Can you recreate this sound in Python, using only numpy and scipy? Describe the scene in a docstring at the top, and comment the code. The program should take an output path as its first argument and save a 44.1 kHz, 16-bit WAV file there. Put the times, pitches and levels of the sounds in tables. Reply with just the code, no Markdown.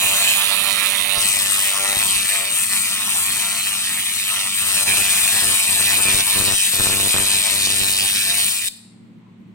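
"""Laser rust cleaning in a workshop

Close to a rusty steel tube, on a phone's two microphones. A hand-held laser whips its beam to and fro
98 times a second. Each sweep blasts off nearly the same rust as the last, so the crackle repeats as a
rasping buzz; the beam dwells at its turning points, where vapour knocks and puffs. The trigger is let
go, the room rings out, and the chiller hums on in the background."""
import sys
import numpy as np
from scipy import signal
from scipy.fft import rfft, irfft, next_fast_len
from scipy.io import wavfile
from scipy.ndimage import uniform_filter1d, map_coordinates

SR = 44100
rng = np.random.default_rng(int(sys.argv[2]) if len(sys.argv) > 2 else 0)


def generate_wav(sig):
    """Save sig (samples, or channels by samples) to the path in sys.argv[1] as 16-bit PCM at SR."""
    pcm = np.round(np.clip(np.atleast_2d(sig).T, -1, 1) * 32767).astype(np.int16)
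    wavfile.write(sys.argv[1], SR, pcm)


N = 420713
TIME = np.arange(N) / SR
SWEEP_HZ, TRIGGER_OFF_S = 98.317, 8.688


def amp(db):
    return 10 ** (np.asarray(db) / 20)


def unit_rms(x):
    return x / np.sqrt(np.mean(x ** 2) + 1e-20)


def over_pitch(points, hz):
    """Join (pitch_hz, value) points on a log frequency axis."""
    pitches, values = np.transpose(points)
    return np.interp(np.log(hz + 1), np.log(pitches + 1), values)


def over_time(points, times=TIME):
    """Join (time_s, value) points with straight lines."""
    return np.interp(times, *np.transpose(points))


def gate(start_s, length_s, attack_s, release_s):
    """One event's envelope: a straight rise, a hold, a dying away."""
    rise = np.clip((TIME - start_s) / attack_s, 0, 1)
    return rise * np.exp(-np.clip((TIME - start_s - length_s) / release_s, 0, 20))


def swells(events, attack_s, release_s):
    """A gain curve in dB from (start_s, length_s, gain_db) events."""
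    return sum(db * gate(start, length, attack_s, release_s) for start, length, db in events)


def wobble(rate_hz):
    """A smooth random curve with rate_hz knots a second."""
    knots = rng.standard_normal(int(N * rate_hz / SR) + 4)
    return map_coordinates(knots, [TIME * rate_hz], order=2)


def filtered(x, response):
    """Apply a complex response, given as a function of frequency."""
    size = next_fast_len(N + SR // 4, True)
    return irfft(rfft(x, size) * response(np.fft.rfftfreq(size, 1 / SR)), size)[..., :N]


def band(x, low_hz, high_hz):
    """A steep band-pass."""
    return filtered(x, lambda hz: ((1 + (low_hz / (hz + 1)) ** 20) * (1 + (hz / high_hz) ** 20)) ** -.5)


def impulse_response(colour, size=8192):
    """A minimum-phase pulse of a (pitch_hz, level_db) colour: it rings only after its cause."""
    cepstrum = irfft(np.log(amp(over_pitch(colour, np.fft.rfftfreq(size, 1 / SR)))))
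    cepstrum[1:size // 2] *= 2
    cepstrum[size // 2 + 1:] = 0
    return irfft(np.exp(rfft(cepstrum)))


def struck(blows, pulse):
    """Sound the pulse at every blow, peaking at that blow's strength."""
    return signal.oaconvolve(blows, pulse / np.abs(pulse).max())[:N]


def stereo_noise(colour, width):
    """Noise of rms 1 with a (pitch_hz, level_db) colour; width is side against mid."""
    mid, side = filtered(rng.standard_normal((2, N)), lambda hz: amp(over_pitch(colour, hz)))
    return unit_rms(np.array([mid + width * side, mid - width * side]))


def while_firing(pair, level_db):
    """Hold a stereo layer at level_db until the trigger is let go."""
    power = np.abs(uniform_filter1d((pair ** 2).mean(0), size=5400))
    trigger = np.clip((TRIGGER_OFF_S - TIME) / 0.0022, 0, 1)
    return pair * amp(level_db) / np.sqrt(power + 1e-12) * trigger


def mirror_cycles(slip_s=2.0, slip_cycles=.3):
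    """Sweeps done, whole at the near turning point; the rhythm slips once."""
    return SWEEP_HZ * TIME - .31 - slip_cycles * (TIME < slip_s)


def chiller():
    """In the background, the compressor's unsteady tones beat in its droning cabinet, under a soft fan."""
    # compressor tones: pitch_hz, level_db
    tones = [(113, -56), (188.4, -54), (226.1, -51.5)]
    # colours of the cabinet's drone and the fan's rush: pitch_hz, level_db
    cabinet_colour = [(25, -35), (70, -24.5), (105, -16.5), (140, -6.5), (175, -2.5), (212, -4.5),
                      (255, -6.5), (330, -12), (500, -25.5), (1000, -58)]
    fan_colour = [(200, -7.5), (500, -7.5), (1050, -7), (1600, -13.5), (2100, -9.5), (4300, -19),
                  (5000, -28.5), (8600, -27.5), (10500, -53.5), (15000, -75)]
    # the hum dips briefly while the laser fires, and swells a little after it stops: start_s, length_s, gain_db
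    drone_swells = [(1.6, 0.26, -7.5), (2.266, 0.23, -7), (8.506, .27, -7), (9.082, 0.11, 2.5),
                    (9.25, 0.058, -1), (9.448, .1, 3)]
    compressor = np.zeros(N)
    for hz, db in tones:
        peak = np.sqrt(2) * amp(db + 1.5 * wobble(8.4))
        compressor += peak * np.sin(2 * np.pi * hz * TIME + 1.7 * wobble(8.3))
    cabinet = amp(-50 + 2.9 * wobble(22)) * stereo_noise(cabinet_colour, width=.52)
    fan = amp(-59.5) * stereo_noise(fan_colour, width=.93)
    return amp(swells(drone_swells, attack_s=.022, release_s=.021)) * (compressor + cabinet) + fan


def scuff():
    """A soft, dull brush in the quiet, perhaps a shoe on the floor."""
    brush = stereo_noise([(500, -25), (1020, 7), (1600, -30), (4000, -80)], width=.6)
    return amp(-61) * gate(start_s=9.2, length_s=.081, attack_s=.04, release_s=.04) * brush


def workshop_reverb(x):
    """Floor and tube scatter short early reflections; the room's tail dies fastest in the top treble."""
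    # the workshop's tail: pitch_hz, t60_s, level_db
    decay = [(150, .5, 0), (1000, .55, 1), (1900, .7, 0), (2600, .6, -3), (3600, .62, -2), (4300, .75, 3),
             (5800, .62, -1), (8500, .62, -1), (12000, .38, 2), (15000, .3, 2)]
    hz, t, spectrum = signal.stft(rng.standard_normal((2, SR)), SR, nperseg=256)
    t60_s, db = (over_pitch(np.array(decay)[:, [0, column]], hz)[:, None] for column in (1, 2))
    tail = signal.istft(spectrum * amp(db - 60 * t / t60_s), SR, nperseg=256)[1][:, :SR]
    early = rng.standard_normal((2, SR)) * amp(-60 * TIME[:SR] / .045)
    response = amp(-13) * tail / np.linalg.norm(tail[0]) + amp(-10) * early / np.linalg.norm(early[0])
    return signal.oaconvolve(x, response, axes=1)[:, :N]


def tube_wall(ring_cycles=.45):
    """With the beam near the edge, each sweep knocks the wall, which rings at a harmonic of the sweep."""
    # the wall sings: start_s, length_s, level_db, harmonic_number
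    notes = [(0, 0.11, -41.5, 6), (0.41, 0.82, -43.5, 6), (1.3, 0.41, -49, 6), (1.75, 0.17, -39, 6),
             (1.77, 0.17, -38.5, 8), (2.263, 0.26, -45.5, 6), (2.29, 0.16, -46.5, 7),
             (7.386, 0.16, -46.5, 6), (7.994, 0.057, -41, 8), (8.25, 0.044, -42, 7)]
    cycle = mirror_cycles()
    waver = .5 * wobble(6)
    knocks = unit_rms(np.exp(-(cycle % 1) / ring_cycles) * amp(1.9 * wobble(SWEEP_HZ)))
    singing = np.zeros(N)
    for start, length, db, harmonic in notes:
        envelope = amp(db) * gate(start, length, attack_s=.056, release_s=.038)
        singing += envelope * np.sqrt(2) * np.sin(2 * np.pi * harmonic * cycle + waver)
    return knocks * singing


def vapour_thuds(blows, collapse_s=.0014, lag_s=.00046, low_cut_hz=36):
    """Vapour collapses just after each blow: a dull pulse of suction."""
    age = np.maximum(TIME[:SR // 20] - lag_s, 0) / collapse_s
    return filtered(struck(blows, -age * np.exp(-age)), lambda hz: 1j * hz / (low_cut_hz + 1j * hz))


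def flame(idle_db=-45, crack_knee_db=-27):
    """Vapour bursts at each near turn: a thud to the left, led by a crack to the right when strong."""
    # the flame flares up: start_s, length_s, strength_db
    flares = [(0.017, 0.14, -36.5), (1.136, 0.37, -39), (1.397, 0.32, -41.5), (1.948, 0.3, -37.5),
              (3.1, 0.31, -39.5), (4.597, 0.23, -38), (4.86, 0.087, -31), (4.961, 0.061, -29),
              (5.04, 0.2, -37), (5.308, 0.069, -33), (5.41, 0.13, -31), (5.671, 0.29, -33.5),
              (5.952, .06, -30.5), (6.04, 0.17, -28.5), (6.25, 0.11, -36), (6.339, 0.19, -27),
              (6.722, 0.065, -29.5), (6.79, 0.28, -27), (7.07, 0.057, -39), (7.137, 0.076, -26.5),
              (7.22, 0.18, -33), (7.505, 0.17, -33), (7.649, 0.22, -30.5), (7.866, 0.2, -34.5),
              (8.086, 0.39, -38.5)]
    # a lump of rust goes up at once: time_s, thud_db, crack_db
    lump_pops = [(1.178, -26, -37), (1.969, -27, -30.5), (2.163, -29, -45), (6.146, -20.5, -30),
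                 (6.401, -24.5, -28), (6.411, -35, -17.5), (6.523, -33, -22), (6.534, -32, -19),
                 (6.798, -19.5, -16), (6.807, -28, -15), (6.859, -31, -14.5), (6.869, -34.5, -14),
                 (6.911, -26.5, -21), (7.011, -37, -23), (7.062, -34, -17), (7.103, -43, -21),
                 (7.143, -24, -13), (7.153, -33, -15.5), (7.164, -37, -12), (7.184, -30, -14),
                 (7.194, -30, -25), (7.225, -33, -18.5), (7.235, -32, -21), (7.245, -43, -24),
                 (7.815, -25, -28)]
    # colours of a small crack, a lump's crack and the flame's hot air: pitch_hz, level_db
    crack_colour = [(20, -12.5), (150, 2), (400, 4), (650, -3.5), (1000, -7.5), (1500, -10), (4000, -49)]
    lump_colour = [(20, -8), (100, 2), (380, 1), (700, -1.5), (1500, -1.5), (3000, -12), (8000, -52)]
    draught_colour = [(15, -11), (45, -6), (90, -4), (200, -17), (450, -12), (800, -28), (1500, -56.5)]

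    def scatter(spread_db):
        return amp(spread_db * np.clip(rng.standard_normal(N), -2, 2))

    flaring = [amp(db) * gate(start, length, attack_s=.017, release_s=.021)
               for start, length, db in flares]
    flame_db = 20 * np.log10(np.maximum(amp(idle_db), np.max(flaring, axis=0)))
    crack_db = flame_db + 2 + .9 * np.minimum(flame_db - crack_knee_db, 0)  # fades faster below the knee
    jittered_cycle = mirror_cycles() + .018 * wobble(SWEEP_HZ)
    bursts = np.diff(np.floor(jittered_cycle), prepend=-1) * (TIME < TRIGGER_OFF_S)
    thuds = bursts * amp(flame_db) * scatter(2.5)
    cracks = bursts * amp(crack_db) * scatter(3.5)
    lumps = np.zeros(N)
    for time_s, thud_db, lump_db in lump_pops:
        cracks[np.abs(TIME - time_s) < .5 / SWEEP_HZ] = 0  # the lump's crack replaces that of its sweep
        thuds[round(time_s * SR)] += amp(thud_db)
        lumps[round(time_s * SR)] = amp(lump_db)
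    crackle = struck(cracks, impulse_response(crack_colour)) + struck(lumps, impulse_response(lump_colour))
    draught = while_firing(stereo_noise(draught_colour, width=.69), flame_db)
    return (vapour_thuds(thuds) * amp([[6], [-6]])  # dB at the left and right microphones
            + crackle * amp([[-7.5], [7.5]])
            + draught * amp([[-14], [-21]]))


def shimmer(shape, knots=(56, 70)):
    """Reflections off the tube shift as the spot moves: a smooth random field over pitch and time."""
    across_pitch = signal.resample(rng.standard_normal(knots), shape[0], axis=0)
    return unit_rms(signal.resample(across_pitch, shape[1], axis=1))


def spot_to_microphones(x, slide_share=.04, sway_rad=.25, shimmer_rad=.4, shimmer_db=1.3):
    """The gun's stance and the tube colour the sound; flying spot and swaying hand shift its arrival."""
    # paths from spot to microphones for four stances of the gun: pitch_hz, left_db, right_db
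    opening = [(600, -13.5, -15.5), (1550, -12, -14.5), (1910, -16, -12), (2570, -11, 0.5),
               (3350, -8, -2.5), (4130, -11, -4.5), (5630, -15, -18.5), (6800, -3.5, -13.5),
               (7900, -0.5, -12.5), (8500, -6.5, -8.5), (9400, -7, -0.5), (10360, -15, -9.5),
               (13000, -11.5, -12), (15500, -7, -15.0)]
    at_edge = [(600, -18, -21.5), (1300, -9.5, -9.5), (1550, -15, -13), (1940, -14, -5), (2650, -17, 1),
               (3500, -9, -1), (4270, -19, -3.5), (5500, -17.5, -16.5), (6800, -21, -12), (8360, -24.5, -8),
               (9650, -26, -2), (10800, -27.0, -9), (13300, -18.5, -17), (15500, -14.5, -13.5)]
    outward = [(600, -22, -27.5), (1320, -11, -12.5), (1560, -17.5, -19.5), (1893, -12.0, -10),
               (2780, -11.5, -4), (4180, -10.0, -8), (5200, -10, -16.5), (6250, -8.5, -21.0),
               (7200, -9, -18), (8200, 0.5, -12.5), (8650, 0.5, -14), (9600, -10.5, -6), (10300, -13, -9.5),
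               (13140, -15.0, -21.5), (15700, -13.5, -15)]
    returning = [(600, -18, -21.5), (1550, -11, -15), (1900, -11, -8.0), (2170, -12.5, -10.5),
                 (2474, -10, -0.5), (3200, -11, -5), (4100, -8.5, -5.5), (5450, -9.5, -12),
                 (6940, -8.0, -20), (8170, 0, -13.5), (8970, 1, -8), (9600, -7.5, -7), (10400, -15, -10),
                 (11300, -11.5, -12.5), (12700, -13, -20.5), (15500, -13, -14.5)]
    # the gun glides between those stances: time_s, stance_index
    moves = [(.3, 0), (.55, 1), (1.15, 1), (1.21, 2), (4.3, 2), (4.9, 3)]
    # resonances of the steel tube, and one hollow: pitch_hz, width_hz, gain_db
    resonances = [(776, 18, 2), (1835, 106, 3.5), (2174, 69, -3), (2490, 290, 2), (3830, 260, 4.5)]
    # phase by which the left microphone leads: pitch_hz, lead_rad
    left_lead = [(500, 0.41), (1900, 0.57), (2700, 1.66), (3400, 2.6), (4100, 3.95), (5300, 6.27),
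                 (7500, 4.25), (9300, 5.3), (10500, 9.98), (15000, 14.4)]
    shift = .55 * np.cos(2 * np.pi * mirror_cycles()) * np.gradient(x)  # adding slope shifts the timing
    hz, t, spectrum = signal.stft(np.array([x + shift, x - shift]), SR, nperseg=512)
    grid = spectrum.shape[1:]

    def drift(knots):
        return unit_rms(signal.resample(rng.standard_normal(knots), len(t)))

    stances = [np.array(stance) for stance in (opening, at_edge, outward, returning)]
    shares = np.maximum(0, 1 - np.abs(over_time(moves, t) - np.arange(len(stances))[:, None]))
    colours = [[over_pitch(stance[:, [0, mic]], hz) for stance in stances] for mic in (1, 2)]
    path_db = np.array([np.transpose(colour) @ shares for colour in colours])
    slide = 1 + slide_share * drift(30)  # resonances slide as the spot travels along the tube
    ring_db = sum(db / (1 + ((hz[:, None] - centre * slide) / width) ** 2)
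                  for centre, width, db in resonances)
    lead_rad = over_pitch(left_lead, hz)[:, None] + sway_rad * drift(24) + shimmer_rad * shimmer(grid)
    phases = np.exp(.5j * np.array([lead_rad, -lead_rad]))
    gain = amp(path_db + shimmer_db * shimmer(grid) + ring_db)
    return signal.istft(spectrum * gain * phases, nperseg=512)[1][:, :N]


def rust_surface(memory, lasting, grit_db, points=448):
    """Each sweep meets a share (memory) of the last one's pattern; a part (lasting) never changes."""
    cycle = mirror_cycles() + 1
    shape = (int(cycle[-1]) + 1, points)

    def worn():
        return unit_rms(signal.lfilter([1], [1, -memory], rng.standard_normal(shape), axis=0))

    flakes = unit_rms(worn() * amp(grit_db * worn()))
    steel = unit_rms(irfft(np.exp(2j * np.pi * rng.random(points // 2 + 1))))
    surface = np.sqrt(1 - lasting) * flakes + np.sqrt(lasting) * steel
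    return map_coordinates(surface.ravel(), [cycle * points], order=3)


def beam_dwell(far_db, width_cycles, floor, scatter_db):
    """The blast peaks wherever the mirror turns, on a floor that leans towards one end of the sweep."""
    cycle = mirror_cycles()
    near, far = (np.exp(-np.abs((cycle - turn + .5) % 1 - .5) / width_cycles) for turn in (0, .55))
    peaks = (near + amp(far_db) * far) / np.maximum(1, amp(far_db))
    lean = (.17 - .025 * far_db) * np.cos(2 * np.pi * (cycle - .09))
    return (floor * (1 + lean) + peaks) * amp(scatter_db * wobble(SWEEP_HZ))


def rust_blast(uneven_hz=17):
    """Fine rust sizzles, new at almost every sweep; coarse flakes and vapour knocks repeat more exactly."""
    # fine rust bursting, coarser grains frying, flakes tearing off, vapour knocking: time_s, level_db
    sizzle_levels = [(0, -20.0), (0.33, -19.5), (0.42, -21.5), (1.16, -24.0), (1.21, -18), (1.64, -19.5),
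                     (1.78, -22.5), (2.1, -18.5), (2.35, -21.0), (2.49, -25), (2.56, -18.5), (2.99, -23.5),
                     (3.19, -19.5), (3.62, -23), (4.44, -23.5), (4.8, -18.0), (6.1, -17.5), (8.33, -21.0),
                     (8.46, -18.0), (8.61, -25.5), (8.67, -22.0)]
    frying_levels = [(0, -22.5), (1.1, -23.5), (1.6, -25.5), (1.8, -27.0), (2.12, -24.5), (2.45, -28.5),
                     (3.2, -28), (4.5, -28), (4.9, -23.5), (6.1, -23.5), (7.05, -23.5), (7.2, -23.5),
                     (8.4, -23), (8.62, -30), (8.67, -28)]
    rasp_levels = [(0, -23.5), (0.9, -24.5), (1.5, -27), (2.3, -27), (2.45, -29.5), (4.45, -30),
                   (4.95, -25.5), (5.75, -26.5), (6.3, -26.0), (6.75, -29.5), (7.05, -28.0), (8.4, -28),
                   (8.66, -34.5)]
    knock_levels = [(0, -34.5), (.89, -32.5), (1.3, -36.5), (1.72, -37.5), (1.77, -32.5), (2.27, -39),
                    (3.33, -38), (4.27, -43.5), (4.39, -34.5), (4.58, -44.5), (4.66, -36.5), (6.5, -35.5),
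                    (6.57, -44), (6.83, -38.5), (8.2, -43.5), (8.4, -40), (8.67, -53)]
    # scabs of thick rust (+) and nearly bare spots (-): start_s, length_s, thickness_db
    patches = [(1.425, 0.057, -4), (2.213, 0.029, -4.5), (2.286, 0.084, 1.5), (2.637, 0.056, -7),
               (2.721, 0.061, 5.5), (3.653, 0.041, 4), (4.28, 0.068, 4), (4.497, 0.039, -4),
               (4.833, 0.019, -11.5), (5.64, 0.046, -3.5), (6.214, 0.051, -6.5), (6.696, 0.018, -8),
               (7.28, 0.084, 1.5), (8.382, 0.076, 0.5)]
    # a thick flake burns off and the rasp flares: start_s, length_s, gain_db
    thick_flakes = [(0.237, 0.12, 3.5), (4.59, 0.053, 3), (4.867, 0.061, 4), (5.86, 0.087, 4),
                    (6.056, .07, 3.5), (6.91, 0.031, 6.5), (7.286, 0.056, 3)]
    # the far turning point against the near one: time_s, balance_db
    far_balance = [(0, 4), (1.95, -4.5), (2.2, 2.5), (4.4, 10), (6.15, 3), (6.6, 3), (8, -2.5), (8.7, 8)]
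    thickness_db = swells(patches, attack_s=.0085, release_s=.0065)
    flake_db = swells(thick_flakes, attack_s=.017, release_s=.0086)
    far_db = over_time(far_balance)

    def level(points, patch_share, uneven_db):
        return over_time(points) + patch_share * thickness_db + uneven_db * wobble(uneven_hz)

    sizzle = rust_surface(memory=.5, lasting=.01, grit_db=1.8)
    sizzle *= beam_dwell(far_db - 3, width_cycles=.04, floor=1.3, scatter_db=.7)
    frying = rust_surface(memory=.5, lasting=.054, grit_db=1.6)
    frying *= beam_dwell(far_db - 2, width_cycles=.04, floor=.85, scatter_db=1)
    rasp = rust_surface(memory=.68, lasting=.1, grit_db=2.4)
    rasp *= beam_dwell(far_db, width_cycles=.07, floor=.45, scatter_db=1.2)
    knock = rust_surface(memory=.64, lasting=.15, grit_db=3)
    knock *= beam_dwell(far_db, width_cycles=.05, floor=.45, scatter_db=1.3)
    layers = [(band(sizzle, 6830, 17000), level(sizzle_levels, patch_share=.36, uneven_db=.5)),
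              (band(frying, 3070, 6700), level(frying_levels, patch_share=.55, uneven_db=.85)),
              (band(rasp, 1643, 2995), level(rasp_levels, patch_share=.59, uneven_db=.73) + flake_db),
              (band(knock, 565, 1430), level(knock_levels, patch_share=.74, uneven_db=1.5))]
    return sum(while_firing(spot_to_microphones(layer), db) for layer, db in layers)


def scene():
    """The laser's blast and the singing tube up front, the workshop and its chiller behind."""
    laser = rust_blast() + flame() + tube_wall()
    return laser + workshop_reverb(laser) + chiller() + scuff()


def record(dry, top_hz=16000):
    """The phone keeps nothing above its band limit."""
    return filtered(dry, lambda hz: np.clip((top_hz - hz) / 200, 0, 1))


dry = scene()
out = record(dry)
generate_wav(out)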